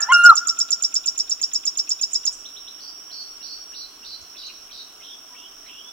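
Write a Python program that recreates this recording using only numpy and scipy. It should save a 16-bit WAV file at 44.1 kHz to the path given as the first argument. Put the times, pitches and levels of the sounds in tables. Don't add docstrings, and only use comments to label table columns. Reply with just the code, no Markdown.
import sys
import numpy as np
from scipy import signal
from scipy.fft import rfft, irfft
from scipy.io import wavfile

SR = 44100
rng = np.random.default_rng(int(sys.argv[2]) if len(sys.argv) > 2 else 0)


def pcm_store(signal):
    levels = np.round(np.clip(np.atleast_2d(signal), -1, 1) * 32767)
    wavfile.write(sys.argv[1], SR, levels.astype(np.int16).T)


N = 261072
T = np.arange(N) / SR


def from_db(db):
    return 10 ** (np.asarray(db) / 20)


def rms_one(x):
    return x / np.sqrt(np.mean(x ** 2) + 1e-20)


def along(rows, at):
    first, *columns = np.transpose(rows)
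    return [np.interp(at, first, column) for column in columns]


def band(x, low_hz, high_hz):
    edges_hz = [low_hz, min(high_hz, .48 * SR)]
    return signal.sosfilt(signal.butter(2, edges_hz, "band", fs=SR, output="sos"), x)


def drift(rate_hz):
    r = np.exp(-2 * np.pi * rate_hz / SR)
    return rms_one(signal.lfilter([1], [1, -2 * r, r * r], rng.standard_normal(N + SR))[SR:])


def tremor(count):
    points = rng.standard_normal(count // 40 + 2)
    return np.interp(np.arange(count) / 40, np.arange(len(points)), points)


def sine(hz):
    return np.sqrt(2) * np.sin(2 * np.pi * np.cumsum(hz) / SR)


def two_ears(common, opposite, alike):
    return np.sqrt(1 + alike) * common + np.sqrt(1 - alike) * opposite * [[1], [-1]]


def stereo_noise(spectrum):
    # (frequency [Hz], likeness [0 to 1])
    likeness = [(30, 1), (100, .2), (250, 0.9), (600, 0.4), (1500, 0.56), (3000, 0.17), (8000, 0),
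                (16000, 0)]
    log_hz = np.log(np.fft.rfftfreq(N, 1 / SR) + 1)
    level_db, = along([(np.log(hz), db) for hz, db in spectrum], log_hz)
    alike, = along([(np.log(hz), share) for hz, share in likeness], log_hz)
    below = np.maximum(np.log(spectrum[0][0]) - log_hz, 0)
    above = np.maximum(log_hz - np.log(spectrum[-1][0]), 0)
    common, opposite = rfft(rng.standard_normal((2, N))) * from_db(level_db - 60 * (below + above))
    return rms_one(irfft(two_ears(common, opposite, alike), N))


def place(x, pan_db, lag_ms):
    delay = np.exp(-2j * np.pi * np.fft.rfftfreq(N, 1 / SR) * lag_ms / 1000)
    right = irfft(rfft(x) * delay, N)
    return np.array([x * from_db(pan_db / 2), right * from_db(-pan_db / 2)])


def trees(x, fade_s, alike, build_s):
    t = T[:SR * 2]
    build_up = 1 - np.exp(-(t / build_s) ** 2)
    common, opposite = rng.standard_normal((2, len(t))) * from_db(-60 * t / fade_s) * build_up
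    tail = rms_one(two_ears(common, opposite, alike)) / np.sqrt(len(t))
    return signal.fftconvolve(x[None], tail, axes=1)[:, :N]


def chirp_train():
    # (time [s], level [dB])
    effort = [(0, -19.5), (.35, -16), (.75, -15.5), (1.2, -19.5), (2.0, -19), (2.25, -17.5)]
    gap_s, gap_growth_s = .11621, .000232
    k = np.arange(20)
    start_s = .0052 + gap_s * k + gap_growth_s * k * (k - 1) / 2
    hz = 7083 - 62 * start_s
    pip_db, = along(effort, start_s)
    swoop_db = -18 + .55 * (pip_db - pip_db.mean())
    return np.transpose([start_s, hz, pip_db, swoop_db])


def chirp_part(shape, start_s, hz, db, rough):
    out = np.zeros(N)
    at = np.flatnonzero((T > start_s + shape[0][0]) & (T < start_s + shape[-1][0]))
    share, level_db = along(shape, T[at] - start_s)
    pitch = hz * share * (1 + rng.normal(0, .0038) + rough * tremor(len(at)))
    out[at] = from_db(db + level_db) * (sine(pitch) + from_db(-34) * sine(2 * pitch))
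    return out


def near_bird():
    # (time from its start [s], pitch [share of the chirp's], level [dB])
    tick = [(-.025, .44, -42), (-.0225, .5, -31), (-.02, .49, -27.5), (-.018, .42, -22),
            (-.015, .35, -26.5), (-.011, .34, -41)]
    pip = [(-.0012, .87, -24), (-.0003, .94, -6), (.002, .99, -1), (.0064, 1.008, 0), (.010, 1.02, -12),
           (.0123, 1.005, -1), (.0135, .78, .5), (.0147, .56, -17), (.0175, .38, -38)]
    rasp = [(.003, 1.05, -42), (.0105, 1.13, -20), (.013, 1.17, -25), (.016, 1.06, -21), (.021, 1.1, -24),
            (.034, 1.08, -37)]
    swoop = [(.016, .43, -35), (.018, .57, -19), (.0197, .72, -4.5), (.0225, .745, -1), (.0275, .782, 1.8),
             (.031, .808, -2), (.034, .82, -10), (.038, .82, -35)]
    chirps = chirp_train()
    pips = sum(chirp_part(pip, s, hz, db, rough=.004) for s, hz, db, _ in chirps)
    swoops = sum(chirp_part(swoop, s + rng.normal(0, .0004), hz, db, rough=.006)
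                 for s, hz, _, db in chirps)
    rasps = sum(chirp_part(rasp, s, hz, db, rough=.045) for s, hz, db, _ in chirps)
    ticks = sum(chirp_part(tick, s, hz, db=rng.normal(-17.5, 1.5), rough=.15) for s, hz, _, _ in chirps)
    direct = from_db(-2.5) * place(pips, pan_db=-9.5, lag_ms=.057)
    direct += from_db(2.5) * place(swoops, pan_db=-1.4, lag_ms=.058)
    scratches = trees(ticks, fade_s=.018, alike=.25, build_s=.001)
    scratches += from_db(-5.5) * trees(rasps, fade_s=.012, alike=.11, build_s=.001)
    song = pips + swoops + ticks + rasps
    leaves = from_db(-6) * trees(song, fade_s=.08, alike=.1, build_s=.006)
    woods = from_db(-18) * trees(song, fade_s=.64, alike=.1, build_s=.02)
    return direct + scratches + leaves + woods


def shrill(hz, width_hz):
    low_hz, high_hz = hz - width_hz / 2, hz + width_hz / 2
    noise = rng.standard_normal((2, N))
    return rms_one(band(band(noise, low_hz, high_hz), low_hz, high_hz))


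def insects():
    # (pitch [Hz], width [Hz], level [dB])
    chorus_bands = [(5404, 200, -3), (5610, 310, -1.5), (5797, 170, -3.5), (5370, 1000, -14)]
    # (pitch [Hz], width [Hz])
    solo_tones = [(5540, 55), (5652, 40)]
    # (time [s], level [dB])
    solo_levels = [(0, -50.5), (2.3, -46.5), (3.5, -44.5), (3.85, -44.5), (3.88, -80)]
    throb_period_s, throb_peak_s = .26, 4.05
    chorus = rms_one(sum(from_db(db) * shrill(hz, width) for hz, width, db in chorus_bands))
    solo = rms_one(sum(shrill(hz, width) for hz, width in solo_tones))
    throb_db = 1.14 * np.cos(2 * np.pi * (T - throb_peak_s) / throb_period_s)
    chorus_db = -47.6 + throb_db + .15 * drift(3)
    solo_db, = along(solo_levels, T)
    left_right_gain = from_db([[.3], [4.3]])
    return (from_db(chorus_db) * chorus + from_db(solo_db) * solo) * left_right_gain


def open_air():
    # (frequency [Hz], relative level [dB])
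    hush = [(25, 5.5), (60, -10.5), (120, -13), (190, -9), (280, -1), (400, -1.5), (520, -7), (700, -1),
            (860, -7), (1050, -2), (1450, -1.5), (1750, -10), (2100, -14.5), (3000, -5)]
    hiss = [(2000, -10.5), (3200, 0.5), (4500, -9.5), (7000, -7), (9000, -9.5), (12000, -11), (15500, -7.5)]
    # (time [s], half length [s], level [dB])
    gusts = [(2.39, 0.094, -65.5), (2.63, .05, -72), (4.113, 0.046, -63), (4.225, .022, -55),
             (4.6, .07, -67)]
    puffs = sum(from_db(db) * np.exp(-((T - s) / half) ** 2) for s, half, db in gusts)
    rumble = rms_one(band(rng.standard_normal((2, N)), 27, 75))
    wind = (from_db(-84.5) + puffs) * rumble
    return from_db(-54) * stereo_noise(hush) + from_db(-53) * stereo_noise(hiss) + wind


def lingering_echo():
    # (frequency [Hz], relative level [dB])
    colour = [(650, -24), (1000, -23), (1200, -19), (1390, -3), (1520, -19.5), (1750, -6.5),
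              (1950, -36.5), (2800, -26.5), (3100, -35)]
    fade_s = 1.2
    return stereo_noise(colour) * from_db(-31.5 - 60 * T / fade_s)


def hoarse_voice():
    # (start [s], length [s], start pitch [Hz], end pitch [Hz], bend of the glide [1 is straight],
    # level [dB], overtone boost [dB])
    croaks = [(.075, .056, 728, 1075, 2.8, -13.5, 3), (.312, .022, 1120, 819.6, 1.1, -23.5, -7)]
    # (multiple of the pitch, level [dB])
    harmonics = [(1, 0), (2, -17), (3, -23), (4, -40)]
    out = np.zeros(N)
    pitch_wobble = 1 + .015 * drift(246.5)
    level_wobble = from_db(drift(120))
    for s, length, start_hz, end_hz, bend, db, boost_db in croaks:
        at = np.flatnonzero((T > s) & (T < s + length))
        progress = (T[at] - s) / length
        hz = (end_hz + (start_hz - end_hz) * (1 - progress) ** bend) * pitch_wobble[at]
        voice = sum(from_db(level + boost_db * (k > 1)) * sine(k * hz) for k, level in harmonics)
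        out[at] += from_db(db) * np.sin(np.pi * progress ** 2) * voice
    return out * level_wobble


def clear_voice():
    # (time [s], level [dB])
    effort = [(.123, -8.5), (.17, -11), (.182, -20), (0.193, -11.5), (.226, -17), (0.251, -4.5), (.274, -3),
              (.288, -8.5), (.299, 2.1), (.328, -11)]
    # (multiple of the pitch, starting level [dB], fading [dB/s])
    overtone_levels = [(2, -21.5, 50.5), (3, -47.5, 4), (4, -60.5, 9.5), (5, -54, 30), (6, -59, 0),
                       (7, -37.5, 70)]
    yelp_hz, hz_per_db = 1443.2, 3
    attack_s, release_s, droop_from_s = .005, .006, .262
    flutter_from_s, flutters_per_s, flutter_depth = .307, 100, .7
    start, end = effort[0][0], effort[-1][0]
    effort_db, = along(effort, T)
    droop_hz = 52000 * (np.clip(T, droop_from_s, end) - droop_from_s) ** 2
    flutter = 1 - flutter_depth * np.sin(np.pi * flutters_per_s * np.maximum(T - flutter_from_s, 0)) ** 2
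    hz = (yelp_hz + hz_per_db * effort_db - droop_hz) * (1 + .0012 * drift(120))
    on_off = np.interp(T, [start - attack_s, start, end, end + release_s], [0, 1, 1, 0]) ** 2
    tone = on_off * flutter * from_db(effort_db) * sine(hz)
    age_s = np.clip(T, start, end) - start
    overtones = sum(from_db(level - fade * age_s + 1.3 * (k - 1) * drift(25)) * sine(k * hz)
                    for k, level, fade in overtone_levels)
    overtone_db = .2 * (effort_db - effort_db[0]) - .17 * droop_hz
    return tone, on_off * from_db(overtone_db) * overtones


def later(x, seconds):
    return np.interp(T - seconds, T, x, left=0)


def eagle():
    # (delay [s], level [dB])
    tree_groups = [(.135, -27.5), (.185, -33.5)]
    tone, overtones = clear_voice()
    body = tone + hoarse_voice()
    direct = place(body, pan_db=-.3, lag_ms=-.05) + place(overtones, pan_db=-4.5, lag_ms=-.05)
    carried = band(body + overtones, 1150, 2800)
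    far = from_db(-28.5) * trees(carried, fade_s=1.8, alike=.64, build_s=.02934)
    echoes = sum(from_db(db) * trees(later(carried, delay), fade_s=.17, alike=.6, build_s=.015)
                 for delay, db in tree_groups)
    near = from_db(-17) * trees(body, fade_s=.17, alike=.1, build_s=.008)
    return direct + far + echoes + near


def glides(notes):
    song = np.zeros(N)
    for s, length, start_hz, end_hz, db, rough in notes:
        at = np.flatnonzero((T > s) & (T < s + length))
        progress = (T[at] - s) / length
        slide_hz = start_hz + (end_hz - start_hz) * np.sin(np.pi / 2 * progress)
        pitch = slide_hz * (1 + rough * tremor(len(at)))
        song[at] += from_db(db) * np.sin(np.pi * progress ** 2) * sine(pitch)
    return song


def far_birds():
    # (start [s], length [s],
    # start pitch [Hz], end pitch [Hz], level [dB], roughness [share of the pitch])
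    flicks_and_last_whistle = [(2.105, 0.022, 10500, 6470, -36, 0.088),
                               (2.316, .022, 10800, 6200, -32.5, 0.11), (4.41, 0.036, 3510, 2870, -46, .06),
                               (4.461, 0.054, 3580, 2643, -44, 0.077),
                               (5.655, .021, 4600, 3840, -47, 0.043),
                               (5.674, .035, 3410, 2705, -40.5, 0.076),
                               (5.77, 0.15, 3050, 3493, -45.5, .004)]
    # (start [s], level [dB])
    hoot_notes = [(2.24, -57.5), (5.29, -52), (5.38, -58.5), (5.67, -60), (5.83, -58)]
    whistle_starts = [2.442, 2.553, 2.664]
    # (start [s], level [dB])
    peep_notes = [(3.21, -51), (3.455, -55), (3.71, -52), (4.205, -47), (4.455, -42.5)]
    hoots = [(s, .069, 987, 987, db, .012) for s, db in hoot_notes]
    whistles = [(s, .026, 2000, 4020, -35.5, .0083) for s in whistle_starts]
    peeps = [(s, .017, 5000, 6700, db, .02) for s, db in peep_notes]
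    song = buzzes() + glides(whistles + peeps + flicks_and_last_whistle)
    direct = from_db(-4) * place(song, pan_db=-4, lag_ms=.031)
    leaves = from_db(-3.5) * trees(song, fade_s=.09, alike=.2, build_s=.005)
    woods = from_db(-9.5) * trees(song, fade_s=.57, alike=.24, build_s=.016)
    return direct + (leaves + woods) * from_db([[-1.2], [1.2]]) + glides(hoots)


def buzzes():
    # (start [s], length [s], pitch after the leap [Hz], end pitch [Hz],
    # warble depth [share of the pitch], level [dB])
    notes = [(2.778, 0.14, 5170, 4920, 0.16, -39), (3.088, .157, 4804, 4390, 0.11, -35.4),
             (3.402, .168, 4886, 4397, .12, -36), (3.718, .14, 4660, 4080, 0.13, -37),
             (4.018, .15, 4770, 4130, 0.17, -36), (4.34, 0.16, 4575, 3970, 0.182, -36.5),
             (4.685, .15, 4515, 3820, .19, -39), (4.989, 0.17, 3540, 3355, .14, -42.5),
             (5.318, .174, 3043, 3220, 0.15, -45.5), (5.633, 0.2, 2883, 3246, 0.16, -44.5)]
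    # (progress [0 to 1], level [dB], warble [share of its depth])
    shape = [(0, -20.5, 0.66), (.16, -7.5, 0.99), (.3, -1.5, 0.95), (.55, -3, 0.81), (.8, 1.5, 0.42),
             (.9, -0.5, 0.18), (1, -28, 0.11)]
    leap_from_hz = 1450
    song = np.zeros(N)
    for s, length, top_hz, end_hz, depth, db in notes:
        at = np.flatnonzero((T > s) & (T < s + length))
        t, into_song_s = T[at] - s, s - notes[0][0]
        leap_s = .036 + .007 * into_song_s
        warbles_per_s = 71 - 3.98 * into_song_s
        level_db, warble = along(shape, t / length)
        centre_hz = np.interp(t, [0, .6 * leap_s, leap_s, length],
                              [leap_from_hz, .8 * top_hz, top_hz, end_hz])
        cycle = 2 * np.pi * np.cumsum(warbles_per_s * (1 + .243 * tremor(len(at)))) / SR + np.pi
        swing = np.sin(cycle) - .15 * np.cos(2 * cycle)
        pitch = centre_hz * (1 + warble * (depth * swing + .033 * tremor(len(at))))
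        throb_db = -4 * warble * np.cos(cycle - .3)
        swell_db = (1.5 + .2 * into_song_s) * (t / length - .5)
        song[at] += from_db(db + level_db + throb_db + swell_db) * sine(pitch)
    return song


def scene():
    return eagle() + lingering_echo() + near_bird() + far_birds() + insects() + open_air()


def record(dry):
    cutoff_hz = 15900
    clipped = np.clip(dry, -1, 1)
    return signal.sosfilt(signal.ellip(10, .1, 70, cutoff_hz, fs=SR, output="sos"), clipped)


dry = scene()
out = record(dry)
pcm_store(out)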